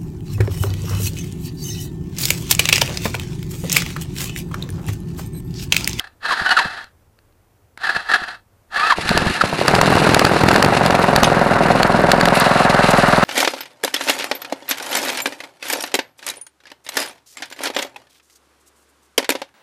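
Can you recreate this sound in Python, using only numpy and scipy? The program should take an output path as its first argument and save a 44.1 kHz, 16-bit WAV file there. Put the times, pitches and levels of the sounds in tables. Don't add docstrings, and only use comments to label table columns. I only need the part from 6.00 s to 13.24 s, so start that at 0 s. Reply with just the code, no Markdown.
import sys
import numpy as np
from scipy import signal
from scipy.fft import rfft, irfft
from scipy.io import wavfile
from scipy.ndimage import uniform_filter1d

SR = 44100
rng = np.random.default_rng(int(sys.argv[2]) if len(sys.argv) > 2 else 0)


def inscribe(sig):
    pcm = np.round(np.clip(np.atleast_2d(sig).T, -1, 1) * 32767)
    wavfile.write(sys.argv[1], SR, pcm.astype(np.int16))


def boost_factor(decibels):
    exponent = np.asarray(decibels, float) / 20
    return 10 ** exponent


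N = 319284

# time in seconds, firings per second.
SPEED = [(3.44, 10.28), (3.58, 11.58), (3.77, 21.16), (3.85, 22.08), (4.04, 20.27), (4.51, 20.57),
         (4.6, 24.25), (4.96, 21.73), (5.58, 20.59), (6.63, 21.58), (6.95, 20.4), (7.24, 20.57)]
# time in seconds, unevenness from 0 to 1.
UNEVEN = [(3.4, .6), (4.5, .55), (4.9, .3), (6.3, .25), (6.45, .12), (7.24, .1)]
# time in seconds, load in dB.
LOAD = [(2.95, -5.5), (3.1, -6.5), (3.25, -3), (3.37, -7.5), (3.45, -5.5), (3.6, -5.5), (3.7, -0.5),
        (4.0, -0.5), (4.2, -1), (4.6, -0.5), (5.5, 0), (6.3, 0.26), (6.8, 1), (7.24, 1)]
LIFT_S = 6.32


def rms_one(x):
    return x / np.sqrt(np.mean(x ** 2) + 1e-20)


def in_time(rows, **ends):
    s, *columns = np.transpose(rows)
    return [np.interp(np.arange(N) / SR, s, c, **ends) for c in columns]


def colour(x, points):
    hz = np.maximum(np.fft.rfftfreq(N, 1 / SR), 1)
    point_hz, point_db = np.array(points).T
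    gain = boost_factor(np.interp(np.log(hz), np.log(point_hz), point_db, left=-90, right=-90))
    return irfft(rfft(x) * rms_one(gain), N)


def filtered(x, order, hz, kind="low"):
    return signal.sosfilt(signal.butter(order, hz, kind, fs=SR, output="sos"), x)


def drift(rate):
    r = np.exp(-2 * np.pi * rate / SR)
    wander = signal.lfilter([1], [1, -2 * r, r * r], rng.standard_normal(N + SR))
    return rms_one(wander[SR:])


def ring(clicks, hz, t60):
    r, w = boost_factor(-60 / (t60 * SR)), 2 * np.pi * hz / SR
    return signal.lfilter([0, np.sin(w)], [1, -2 * r * np.cos(w), r * r], clicks + 1e-18)


def boost(x, hz, width_hz, db):
    r = np.exp(-np.pi * width_hz / SR)
    poles = [1, -2 * r * np.cos(2 * np.pi * hz / SR), r * r]
    return x + (boost_factor(db) - 1) * signal.lfilter([(1 - r * r) / 2, 0, (r * r - 1) / 2], poles, x)


def add(out, s, piece):
    i = max(round(s * SR), 0)
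    out[i:i + len(piece)] += piece[:N - i]


def later(x, s):
    lag = max(round(s * SR), 1)
    return np.concatenate([np.zeros(lag), x[:-lag]])


def swell(length, tail=0.03):
    t = np.arange(2600) / SR / max(length, .001)
    return (2.1 * t * np.exp(1 - 2.47 * t)) ** 2 + tail * np.exp(-t * 0.66) * (1 - np.exp(-t * 4))


def strike(at, size, modes, spread_db):
    out, luck = np.zeros(N), rng.standard_normal((len(at), len(modes)))
    for k, (hz, db, t60) in enumerate(modes):
        clicks = np.zeros(N)
        clicks[at] = size(hz) * boost_factor(db + spread_db * luck[:, k])
        out += ring(clicks, hz, t60)
    return out


def squeal():
    # start in seconds, stall in seconds, first pitch in Hz, pitch before the sag in Hz,
    # share of the grind that is tone from 0 to 1.
    squeal_rows = [
        (0.293, 0.35, 1195, 1151, 0.01),
        (0.457, 0.614, 1460, 1432, 0.57),
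        (2.776, 2.941, 1131, 1362, 0.58),
        (3.398, 3.438, 1750, 1675, 0.31),
    ]
    sag_s, stall_hz, fade_s = .042, 860, .012
    mesh, share = [], []
    for start, stall, first_hz, last_hz, part in squeal_rows:
        sag = max(stall - sag_s, start + 0.0027)
        fade = min(fade_s, (stall - start) / 3)
        mesh += [(start, first_hz), (sag, last_hz), (stall, stall_hz)]
        share += [(start, 0), (start + fade, part), (stall - fade, part), (stall, 0)]
    waver = 1 + .015 * drift(25)
    return in_time(mesh)[0] * waver, np.clip(in_time(share)[0], 0, .98)


def starter():
    # time in seconds, grind in dB.
    grind = [
        [(0, -29.5), (.08, -53), (.12, -63), (.16, -70)],
        [(.2, -62.5), (.225, -35.5), (.33, -23.5), (.36, -28), (.42, -20.5), (.62, -23), (.68, -29.5),
         (.82, -35), (.92, -68)],
        [(1.775, -55.5), (1.82, -29.5), (2.0, -30.5), (2.06, -40), (2.09, -30), (2.17, -29), (2.2, -27.5),
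         (2.35, -37.5), (2.45, -77)],
        [(2.685, -72), (2.72, -31.5), (2.8, -18), (2.92, -15), (2.955, -40), (3.0, -36), (3.1, -21),
         (3.3, -23.5), (3.6, -36.5)],
    ]
    # time in seconds, peak in dB, length in seconds.
    bites = [(0.043, -23, 0.0086), (0.072, -26.5, 0.011), (0.249, -12.5, 0.033), (0.28, -12.5, 0.034),
             (0.307, -7.5, 0.017), (0.319, -7, 0.021), (0.462, -8, 0.018), (0.492, 1.5, 0.0083),
             (0.505, 3.5, 0.031), (0.567, 2, 0.022), (0.589, 4.5, 0.014), (1.834, -10.5, 0.032),
             (1.869, -10, 0.012), (1.892, -6.5, 0.019), (1.948, -13, 0.02), (1.962, -7.5, 0.015),
             (2.088, -11, 0.036), (2.113, -5, .021), (2.137, 0.5, 0.018), (2.157, -5.5, 0.013),
             (2.239, -13, 0.0044), (2.283, -15.5, 0.014), (2.744, -14.5, 0.01326), (2.759, -12, 0.021),
             (2.794, -8, .023), (2.871, -13, 0.0079), (2.899, -6, 0.0073), (2.906, -1.5, 0.01095),
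             (2.923, 0, .011), (3.412, 3, 0.0117)]
    # multiple of the mesh pitch, level in dB.
    whine_orders = [(1, 0), (2, -15), (3, -19)]
    # frequency in Hz, level in dB per Hz.
    grind_colour = [(88, -46.5), (150, -22), (589, -16.5), (730, -5.5), (998, -14.5), (1210, -3),
                    (1760, -1), (2270, -18), (4320, -13.5), (5910, -28), (11000, -34), (16000, -61.5)]
    # frequency in Hz, width in Hz, boost in dB.
    housing = [(770, 49, 4), (921, 25, 9.5), (1720, 93, 4.5), (2640, 40, 12.5), (3290, 27, 7),
               (4095, 120, 5.5), (4720, 80, 4.5)]
    bite_hz, bite_scatter = 1740, 0.063

    effort, tones = np.zeros(N), np.zeros(N)
    for rows in grind:
        effort += boost_factor(in_time(rows, left=-120, right=-120)[0] + 2.33 * drift(29))
    mesh_hz, share = squeal()
    for (s, db, length), (turn, luck) in zip(bites, rng.random((len(bites), 2))):
        i = round(s * SR)
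        if share[i + 200] > 0:
            hz = mesh_hz[i:i + 2600]
        else:
            hz = np.full(2600, bite_hz * (1 + bite_scatter * (2 * luck - 1)))
        tone = np.sin(2 * np.pi * (np.cumsum(hz) / SR + turn))
        add(effort, s - .003, boost_factor(db - 9.5) * swell(length))
        add(tones, s - .003, boost_factor(db - 5.0) * swell(length) * tone)

    phase = 2 * np.pi * np.cumsum(mesh_hz * (1 + .014 * drift(90))) / SR
    whine = 1.3 * sum(boost_factor(db + k * drift(70)) * np.sin(k * phase) for k, db in whine_orders)
    whine = boost(whine, 2780, 200, 6.7)
    whine = np.sqrt(share) * effort * boost_factor(3.6 * drift(27)) * whine

    white = rng.standard_normal(N)
    plain = colour(white, grind_colour)
    driven = colour(white * effort * np.sqrt(1 - share), grind_colour)
    for hz, width_hz, db in housing:
        plain, driven = boost(plain, hz, width_hz, db), boost(driven, hz, width_hz, db)

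    rocking = rms_one(ring(drift(60), 45, 0.065))
    shudder = boost_factor(-44.5) * np.sqrt(uniform_filter1d(effort, 3000)) * (effort > 1e-4) * rocking
    return driven / np.std(plain) + whine + tones * (1 - share) + shudder


def exhaust(at, puff_db, bark_db, rough):
    # frequency in Hz, level in dB, t60 in seconds.
    pipe = [(460, -12, 0.055), (610, 0.5, 0.013), (685, 4, 0.015), (925, -9.5, 0.027), (1320, -4, 0.0057)]
    # delay in seconds, level in dB.
    pipe_echoes = [(.0054, -1), (.0158, -4.5)]
    puff_hz, puff_s = 192, 0.012

    t, gates = np.arange(round(puff_s * SR)) / SR, np.zeros(N)
    gates[at - 40] = boost_factor(puff_db + 2.8 * rough * rng.standard_normal(len(at)))
    pulse = np.sin(np.pi * t / puff_s) ** 2 * np.cos(2 * np.pi * puff_hz * (t - 0.635 * puff_s))
    puff = signal.oaconvolve(gates, pulse)[:N]

    bark = strike(at, lambda hz: boost_factor(bark_db), pipe, .6 + 6 * rough)
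    bark = filtered(bark, 2, 1600)
    loose = np.clip(2.8 * in_time(UNEVEN)[0] - .6, 0, 1)
    bark = loose * bark + (1 - loose) * filtered(bark, 2, 430, "high")
    settled = 1.1 - .9 * loose
    echoes = settled * sum(boost_factor(db) * later(bark, s) for s, db in pipe_echoes)
    out = puff + boost_factor(-16) * later(puff, 0.012) + bark + echoes
    return filtered(out, 3, 80, "high")


def coughs():
    # time in seconds, puff in dB, bark in dB.
    cough_rows = [(.414, -24.5, -30), (0.653, -23, -23), (1.963, -30, -25.5), (2.218, -35, -47),
                  (2.985, -20, -15.5), (3.053, -22, -38), (3.104, -7, -26), (3.115, -38, -11),
                  (3.15, -13, -40), (3.172, -14, -10.5), (3.194, -26, -30), (3.219, -12, -19),
                  (3.264, -8.5, -13.5), (3.301, -16, -39), (3.438, -17, -7), (3.534, -20, -22)]
    # frequency in Hz, level in dB, t60 in seconds.
    kick = [(90, -1, .055), (360, 7, .03)]
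    s, puff_db, bark_db = np.transpose(cough_rows)
    at = (s * SR).astype(int)
    jolt = strike(at, lambda hz: boost_factor(np.minimum(puff_db, -17)), kick, spread_db=3.5)
    return exhaust(at, puff_db, bark_db, rough=.1) + signal.lfilter([.03], [1, -.97], jolt)


def knocks():
    # time in seconds, peak in dB.
    knock_rows = [(3.092, -7.5), (3.176, -3), (3.417, -13), (3.602, -18), (3.681, -2), (3.7513, -7),
                  (3.8136, 1), (3.965, -13), (4.124, -19), (4.1456, 2), (4.172, -19), (4.2504, -2),
                  (4.487, -4.5), (4.5134, -9), (4.5432, -12), (4.561, -6.5), (4.6262, -2), (4.6471, -4),
                  (4.862, -5.5), (4.951, -11.5), (5.1616, 1.5), (5.233, 6.5), (5.8309, -4), (6.117, 1.5),
                  (6.211, -6), (6.2556, -4.5), (6.285, -9.5), (4.907, -11), (4.194, -1), (3.859, -13)]
    # time in seconds, peak in dB.
    tick_rows = [
        (0.842, -24.5),
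        (1.1881, -39.5),
        (1.3243, -51),
        (1.7746, -21),
    ]
    # frequency in Hz, level in dB, t60 in seconds.
    frame = [(1750, 13.5, 0.0032), (2710, 12, 0.0016), (3830, 2.5, 0.003), (4400, 3.5, 0.0064),
             (6170, -70, 0.0018), (7000, -5, 0.0034), (9500, -4.5, 0.0027), (10440, -18.5, 0.0045)]
    chatter = np.zeros(N)
    for (s, db), noise in zip(knock_rows, rng.standard_normal((len(knock_rows), 2600))):
        add(chatter, s - .001, boost_factor(db - 13.0) * swell(0.0035, tail=0.016) * noise)
    for (s, db), noise in zip(tick_rows, rng.standard_normal((len(tick_rows), 2600))):
        add(chatter, s, boost_factor(db - 21.5) * swell(0.0031, tail=.03) * noise)
    ringing = sum(boost_factor(db) * ring(chatter, hz, t60) for hz, db, t60 in frame)
    return 0.4 * ringing + 0.36 * np.diff(chatter, prepend=0)


def cycles():
    return np.cumsum(in_time(SPEED, left=0)[0]) / SR - 0.0498


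def level_db(layer):
    db, per_load, uneven_db, lifted_db = layer
    lifted = np.clip((np.arange(N) / SR - LIFT_S) / 0.02, 0, 1)
    return db + per_load * in_time(LOAD)[0] + uneven_db * in_time(UNEVEN)[0] + lifted_db * lifted


def valve_ticks(cycle):
    seats = np.flatnonzero(np.diff(np.floor(2 * cycle + .05)) > 0)
    luck = np.clip(rng.standard_normal(len(seats)), -2, 2)
    ticks = np.zeros(N)
    ticks[seats] = boost_factor(17.5 + 5.0 * luck - 6 * (seats > LIFT_S * SR))
    ticks = signal.lfilter([1], [1, -.985], ticks) * rng.standard_normal(N) * boost_factor(-20)
    return filtered(ticks, 2, [6500, 14000], "band")


def engine():
    # level in dB, dB per dB of load, dB when uneven, dB once lifted.
    puff_layer, bark_layer, rumble_layer = (-6, 3, -6, -1.5), (-5.5, 1, -5.5, -3.5), (-26, 1.9, 9.5, -9.5)
    rattle_layer, hiss_layer, shake_layer = (-20.5, 2, 0.5, 2), (-35.5, 0.82, 16.5, 6.5), (-41.5, 12.5, 17, -7.5)
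    # frequency in Hz, level in dB per Hz.
    rumble_colour = [(60, -10), (100, -2.5), (190, 3.5), (320, -1), (500, -2), (800, -14), (1100, -9)]
    rattle_colour = [(200, -40), (400, -9), (700, 2.5), (1000, 0.5), (1400, 1), (1800, -2.5), (2400, -16),
                     (3200, -27.5), (4200, -34)]
    hiss_colour = [(1180, -42), (2000, 1), (2460, -1), (2760, 2.5), (3170, -7.5), (4120, -2), (6040, -14.5),
                   (10600, -17), (12700, -30.5), (14500, -42), (16000, -47)]

    rough = in_time(UNEVEN)[0]
    on = np.clip((np.arange(N) / SR - LOAD[0][0]) / 0.032, 0, 1)
    cycle = cycles()
    running = np.arange(N) > SPEED[0][0] * SR
    fired = np.flatnonzero(np.diff(np.floor(cycle + .1 + .02 * rough * drift(15))) > 0)
    fired = np.concatenate([[round(SPEED[0][0] * SR) - 60], fired])
    pops = exhaust(fired, level_db(puff_layer)[fired], level_db(bark_layer)[fired], rough[fired])

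    beat = np.exp(3.6 * (np.cos(2 * np.pi * (cycle - .03)) - 1)) * running
    off_beat = np.exp(31.0 * (np.cos(2 * np.pi * (cycle - .56)) - 1)) * running
    rumble_db = 1.0 * beat + 6.6 * off_beat + 1.1 * drift(25)
    rumble = colour(rng.standard_normal(N) * boost_factor(rumble_db), rumble_colour)
    rattle_db = (2.5 + 10 * rough) * beat + 8 * rough * off_beat + 1.6 * drift(60)
    rattle = colour(rng.standard_normal(N) * boost_factor(rattle_db), rattle_colour)
    taps = (rng.random(N) < 400 / SR) * rng.standard_normal(N) * 4.7
    hiss_db = 2.2 * beat + 2.1 * off_beat + 3.03 * drift(63)
    hiss = colour((rng.standard_normal(N) + taps) * boost_factor(hiss_db), hiss_colour) + valve_ticks(cycle)
    shake = np.sqrt(2) * np.sin(4 * np.pi * cycle + .5) * running
    shake = shake + .15 * rms_one(ring(drift(50), 45.34, .1))

    body = boost_factor(level_db(rumble_layer)) * rumble + boost_factor(level_db(rattle_layer)) * rattle
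    body = body + boost_factor(level_db(hiss_layer)) * hiss + boost_factor(level_db(shake_layer)) * shake
    return pops + on * body


def thumps():
    # frequency in Hz, level in dB, t60 in seconds.
    thump_modes = [(170, -8, .012), (300, -8, .01), (560, -6, .008), (900, -6, .007), (1400, -8, .006),
                   (2000, -12, .005)]
    count = np.arange(1, 60)
    luck = np.clip(rng.standard_normal((len(count), 2)), -2, 1.5)
    rough = in_time(UNEVEN)[0][np.searchsorted(cycles(), count)]
    at = np.searchsorted(cycles(), count + .47 + .16 * rough * luck[:, 0])
    db = -15 + 26.5 * rough + in_time(LOAD)[0][at] + 5 * luck[:, 1]
    blows = strike(at, lambda hz: -boost_factor(db) * (at < LIFT_S * SR), thump_modes, spread_db=2.5)
    blows = blows + boost_factor(-6.5) * later(blows, 0.00247)
    return filtered(blows, 3, 110, "high")


def clank():
    # frequency in Hz, level in dB, t60 in seconds.
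    tube = [(2540, -6, 0.042), (2920, -8, .06), (3240, -10.5, 0.055), (3530, -5.5, .06), (3790, -9, 0.031),
            (4700, -9, 0.022), (5130, -11, 0.044), (5550, -10, 0.064), (6200, -6, 0.027),
            (6940, -13, 0.024), (8960, -21, 0.16), (9500, -24, 0.13), (10100, -19, .1)]
    crack = np.zeros(N)
    burst = np.exp(-np.arange(600) / SR / 0.0022) * rng.standard_normal(600)
    add(crack, 5.243, boost_factor(-10) * burst)
    return .5 * crack + 0.19 * sum(boost_factor(db) * ring(crack, hz, min(t60, .15)) for hz, db, t60 in tube)


def scuffs():
    # time in seconds, peak in dB, centre in Hz, width in Hz, length in seconds.
    scuff_rows = [
        (6.338, -28, 10200, 3100, .05),
        (6.403, -15, 4100, 1600, .02),
        (6.903, -18, 6500, 8000, .015),
        (6.399, -11, 9600, 4500, .003),
        (6.966, -15, 1350, 700, .03),
        (6.976, -27, 8000, 7000, .018),
        (7.074, -29, 9000, 8000, .022),
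        (7.169, -30, 9500, 8000, .012),
    ]
    out = np.zeros(N)
    for (s, db, hz, width_hz, length), noise in zip(scuff_rows, rng.standard_normal((len(scuff_rows), 2600))):
        edges = np.clip([hz - width_hz / 2, hz + width_hz / 2], 100, 20000)
        band = filtered(noise, 2, edges, "band")
        add(out, s, boost_factor(db) * swell(length, tail=0) * rms_one(band))
    return out


def scene():
    # frequency in Hz, level in dB per Hz.
    yard_colour = [(15, -33.5), (25, -0.5), (44, -6), (101, 3), (140, -8), (152, -10.5), (433, -11.5),
                   (1240, -19.5), (3720, -31.5), (14300, -31.5), (15500, -33)]
    kart = starter() + engine() + coughs() + thumps() + knocks() + scuffs() + clank()
    dull = signal.lfilter([.3], [1, -.7], kart)
    echoes = boost_factor(-22.0) * later(dull, 0.027) + boost_factor(-27) * later(dull, 0.049)
    yard = boost_factor(-57.5 + 0.52 * drift(4)) * colour(rng.standard_normal(N), yard_colour)
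    return (kart + echoes + yard)[None]


def low_pass(x):
    return signal.sosfilt(signal.butter(12, 16810, fs=SR, output="sos"), x)


def record(dry):
    clip_top, cutoff_hz = 0.75, 16800
    flat = dry / (1 + np.abs(dry / clip_top) ** 16) ** (1 / 16)
    finished = signal.sosfilt(signal.cheby2(10, 60, cutoff_hz, fs=SR, output="sos"), flat)
    return low_pass(finished)


dry = scene()
out = record(dry)
inscribe(out)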